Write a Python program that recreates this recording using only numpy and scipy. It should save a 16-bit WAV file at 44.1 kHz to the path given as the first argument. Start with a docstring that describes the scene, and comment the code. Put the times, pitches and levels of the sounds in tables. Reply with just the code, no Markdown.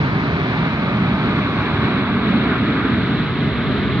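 """On the rim of a volcanic crater, above a vent that pours out steam and gas without pause.
Large eddies rumble and roar, smaller ones rush and hiss, and the jet spurts twice; the crater walls
scatter the treble. The vent's hollow and its narrow throat resonate, wandering in pitch.
The microphone pair stands in a light breeze and turns slowly toward the vent, which brings the
sound from the right to the centre and shifts its colour."""
import sys
import numpy as np
from scipy import signal
from scipy.fft import rfft, irfft
from scipy.io import wavfile
from scipy.ndimage import map_coordinates

SR = 44100
rng = np.random.default_rng(int(sys.argv[2]) if len(sys.argv) > 2 else 0)


def generate_wav(sig):
    """Save sig (samples, or channels by samples) to the path in sys.argv[1] as 16-bit PCM at SR."""
    pcm = np.round(np.clip(np.atleast_2d(sig).T, -1, 1) * 32767).astype(np.int16)
    wavfile.write(sys.argv[1], SR, pcm)


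N = 176400
TIME = np.arange(N) / SR
BIN_HZ = np.maximum(np.arange(N // 2 + 1) * SR / N, 1)
SIDES = np.array([[1], [-1]])  # left, right


def from_db(db):
    """Decibels to gain."""
    return 10 ** (np.asarray(db) / 20)


def in_time(rows):
    """A (time, value) curve at every sample."""
    return np.interp(TIME, *np.transpose(rows))


def by_hz(rows, octaves=0):
    """A (frequency, value) curve at every bin, on a log axis, slid up by some octaves."""
    hz, value = np.transpose(rows)
    return np.interp(np.log2(BIN_HZ) - octaves, np.log2(hz), value)


def bell(hz, octaves):
    """Bell-shaped gain around a frequency."""
    return np.exp(-.5 * (np.log2(BIN_HZ / hz) / octaves) ** 2)


def rms_one(x):
    """Scale to unit rms."""
    return x / np.sqrt(np.mean(x ** 2) + 1e-20)


def white():
    """Spectrum of white noise at 0 dB per Hz."""
    return rfft(rng.standard_normal(N)) * np.sqrt(SR / 2)


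def drift(rate_hz):
    """Slow random wander of unit rms."""
    return rms_one(irfft(white() / (1 + (BIN_HZ / rate_hz) ** 2), N))


def jet():
    """Eddies from large to small: each size swells and flutters by itself, and all billow together."""
    # base spectrum of the jet at the rim: (frequency [Hz], level [dB per Hz])
    jet_spectrum = [(20, -79), (31, -77), (40, -68), (49, -59.5), (64, -50), (85, -49), (125, -41.5),
                    (160, -43), (182, -45), (215, -44), (278, -45.5), (345, -52), (385, -50), (450, -53.5),
                    (500, -60.5), (600, -57), (800, -60.5), (1000, -58.5), (1220, -58), (1500, -57),
                    (1850, -59.5), (2120, -60), (2500, -64), (3000, -68), (3500, -66.5), (3980, -68.5),
                    (4400, -77), (5000, -88.5), (6000, -98.5), (7000, -108), (8000, -124), (11000, -150)]
    # slow swell of each band, low to high: (time [s], gain [dB])
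    rumble = [(0, 1.5), (.3, 0.6), (.8, 1), (1.15, -0.3), (1.401, -0.4), (1.68, -1.5), (1.79, 4.5),
              (1.92, -2.3), (2.4, -1), (2.8, -0.5), (3.2, 0.3), (4, -1)]
    roar = [(0, -1.5), (.35, -0.5), (.7, -4), (.92, -2), (1.449, 0.6), (1.899, 1), (2.3, 1.2), (2.6, 2),
            (2.9, 2.5), (3.1, 0), (4, 0)]
    drone = [(0, -1.5), (.3, 4), (.55, -1), (.85, 3), (1.3, 0), (1.8, -1), (2.199, 0.5), (2.8, -1),
             (3.25, -4.5), (3.6, -0.5), (4, -2.5)]
    low_rush = [(0, 3.5), (.5, 2), (.9, 0.7), (1.2, 4.5), (1.38, -1.5), (1.65, 4), (2, 2.2), (2.4, 0.9),
                (2.7, -1.4), (3.1, -0.5), (4, -3.8)]
    high_rush = [(0, 0.72), (.4, -0.68), (1.4, 0.11), (1.7, 1), (2.1, 0.48), (2.3, -0.58), (2.65, -0.39),
                 (2.9, -0.93), (3.05, -0.88), (4, -1.8)]
    sizzle = [(0, 1.3), (.4, 0.9), (.8, 1.5), (1.4, -0.5), (1.8, 1.6), (2.2, 0), (2.55, 0.8), (2.85, -0.1),
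              (3.05, -2), (3.5, -1.5), (4, -3)]
    hiss = [(0, -5.5), (1, -1.4), (1.75, 1.6), (2.2, 1.9), (2.9, 1), (3.25, 2), (3.6, 1.1), (4, 1)]
    top_hiss = [(0, 8), (0.799, 4.5), (1.599, 4), (2.2, 0), (3.2, 0.5), (4, -1.5)]
    # where neighbouring bands meet: (frequency [Hz])
    crossovers = [185, 490, 690, 1020, 1700, 2900, 4450]
    # restlessness of each band: (level spread [dB])
    flutters = [1, 0.53, 0.47, 0.98, 1, .5, 0.35, .4]
    swells = (rumble, roar, drone, low_rush, high_rush, sizzle, hiss, top_hiss)
    lowpasses = [1 / (1 + (BIN_HZ / hz) ** 16) for hz in crossovers] + [1]
    remaining = turbulence() * from_db(by_hz(jet_spectrum))
    billow_db = 0.56 * drift(rate_hz=4)
    out = 0
    for lowpass, swell, flutter_db in zip(lowpasses, swells, flutters):
        band = irfft(remaining * lowpass, N)
        gain_db = in_time(swell) + billow_db + flutter_db * drift(rate_hz=12)
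        out = out + band * from_db(gain_db)
        remaining = remaining * (1 - lowpass)
    return out


def turbulence():
    """Stereo noise spectrum: direct sound is common to both microphones, wall scatter differs."""
    # sound reaching the rim straight from the vent: (frequency [Hz], share [0-1])
    direct_share = [(40, 0.8), (85, 1), (170, 0.98), (300, 0.98), (410, 0.97), (490, .85), (590, .95),
                    (850, 0.81), (1250, .93), (1480, 0.8), (1720, .66), (2100, .82), (2700, .61),
                    (3350, .68), (4200, 0.2), (6000, 0)]
    direct = np.clip(by_hz(direct_share), 0, .999)
    mid = np.sqrt((1 + direct) / 2) * white()
    side = np.sqrt((1 - direct) / 2) * white()
    return mid + SIDES * side


def spurts():
    """Short rounded surges of gas that brighten the rush."""
    # the two surges: (time [s], length [s], level at the crest [dB])
    surges = [(2.523, 0.08, -25.5), (2.79, 0.17, -27.5)]
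    swell = sum(from_db(db) * np.exp(-2 * ((TIME - at) / length) ** 2) for at, length, db in surges)
    return swell * rms_one(irfft(turbulence() * bell(hz=1370, octaves=0.35), N))


def resonance(rows, width_hz):
    """A cavity blown by the jet: a narrow band of noise whose centre wanders."""
    times, centre_hz, level_db = np.transpose(rows)
    phase = 2 * np.pi * np.cumsum(np.interp(TIME, times, centre_hz)) / SR
    lowpass = 1 / np.sqrt(1 + (2 * BIN_HZ / width_hz) ** 4)
    in_phase, quadrature = (irfft(white() * lowpass, N) for _ in range(2))
    band = rms_one(in_phase * np.cos(phase) + quadrature * np.sin(phase))
    return from_db(np.interp(TIME, times, level_db)) * band


def vent_resonances():
    """The vent's hollow booms, its narrow throat rings, and a breathy resonance sits above them."""
    # path of each resonance: (time [s], centre [Hz], level [dB])
    hollow = [(0, 140, -22.5), (.25, 165, -27.5), (.55, 170, -28), (.72, 195.1, -29), (.96, 195, -21),
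              (1.3, 205, -28), (1.6, 220, -33), (2.0, 218, -25.5), (2.3, 216, -20.5), (2.55, 218, -23.5),
              (2.8, 256, -25), (3.05, 240, -34.5), (3.5, 225, -31.5), (4, 205, -29)]
    throat = [(0, 1192, -39.5), (.8, 1202, -33.5), (1.3, 1214, -34.5), (1.55, 1096, -32.5),
              (1.8, 1177, -33), (2.2, 1170, -34.5), (2.55, 1265, -39), (2.8, 1290, -33),
              (3.05, 1237, -39.5), (4, 1224, -40.5)]
    shrill = [(0, 2345, -54), (.62, 2400, -43.5), (1.2, 2349, -42.5), (1.9, 2257, -43.5), (2.4, 2168, -43),
              (2.85, 2105, -41.5), (4, 2154, -43.5)]
    return (resonance(hollow, width_hz=60) + resonance(throat, width_hz=170)
            + resonance(shrill, width_hz=310))


def microphone_ports(sound):
    """Each port colours the sound; the colour slides and changes depth as the pair turns."""
    # base colour of the ports: (frequency [Hz], left minus right [dB])
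    balance = [(50, -0.5), (150, -0.6), (290, -1), (470, 0.5), (540, -1.5), (650, -3.5), (770, -4.5),
               (1000, -2.5), (1350, -1), (1740, 5), (2070, -2.5), (2450, 3.5), (2780, 8), (3150, -2.5),
               (3550, -8), (4150, -10), (4700, -2.5), (5200, 5), (6500, 2), (8000, 8.5)]
    # phase between the ports: (frequency [Hz], left lead [rad])
    port_phase = [(100, 0), (250, .1), (380, .1), (540, -0.46), (720, 0.094), (1000, 0.46), (1550, 0.32),
                  (1920, -0.91), (2300, 0.64), (2650, -0.39), (3100, -1.64), (3800, -1)]
    # the colour through the turn: (time [s], slide [octaves], depth [factor])
    turn = [(0, -0.072, 0.74), (1, -0.056, 0.84), (2, 0.026, 1.18), (3, 0.047, 1.05), (4, .13, 0.9)]
    times = [row[0] for row in turn]
    spectrum, out = rfft(sound), 0
    for (_, octaves, depth), crossfade in zip(turn, np.eye(len(turn))):
        slide = octaves / (1 + (BIN_HZ / 1800) ** 8)  # the treble's colour stays in place
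        gain = from_db(SIDES * depth * by_hz(balance, slide) / 2)
        gain /= np.sqrt(np.mean(gain ** 2, axis=0))  # the pair's total power holds steady
        colour = gain * np.exp(.5j * SIDES * by_hz(port_phase, slide))
        out = out + np.interp(TIME, times, crossfade) * irfft(spectrum * colour, N)
    return out


def arrival_lag(sound):
    """The vent reaches the left microphone late; the gap closes as the pair turns to face it."""
    # left microphone behind the right: (time [s], lag [ms])
    left_lag = [(0, 0.21), (.7, 0.16), (1.2, 0.13), (1.7, 0.085), (2.3, 0.068), (3, 0.03), (4, -0.026)]
    left, right = sound
    lag_samples = in_time(left_lag) * SR / 1000
    late_left = map_coordinates(left, [np.arange(N) - lag_samples], order=5, mode="mirror")
    return np.array([late_left, right])


def breeze():
    """Lumpy low buffeting right on the microphones, different at each port."""
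    # slow trend of the buffeting: (time [s], level [dB])
    trend = [(0, -40), (.6, -44), (.9, -47), (1.7, -46.5), (2.15, -41), (2.6, -45), (3.3, -39), (4, -30.5)]
    colour, gust_db = bell(hz=73, octaves=.34), 1.4
    channels = []
    for _ in range(2):
        buffet = rms_one(irfft(white() * colour, N))
        channels.append(buffet * from_db(in_time(trend) + gust_db * drift(rate_hz=4)))
    return np.array(channels)


def scene():
    """The vent from the rim, moving from right to centre as the pair turns in a light breeze."""
    vent = vent_resonances() + jet() + spurts()
    return arrival_lag(microphone_ports(vent)) + breeze()


def record(dry):
    """The ends are eased, faint microphone hiss is added and the top is cut."""
    fade_s, hiss_db_per_hz, stopband_hz = .004, -119.5, 17270
    to_edge_s = np.minimum(TIME, TIME[::-1])
    ease = np.sin(np.pi / 2 * np.minimum(to_edge_s / fade_s, 1)) ** 2
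    hiss = from_db(hiss_db_per_hz) * irfft(np.array([white(), white()]), N)
    lowpass = signal.cheby2(12, 70, stopband_hz, fs=SR, output="sos")
    return signal.sosfilt(lowpass, dry * ease + hiss)


dry = scene()
out = record(dry)
generate_wav(out)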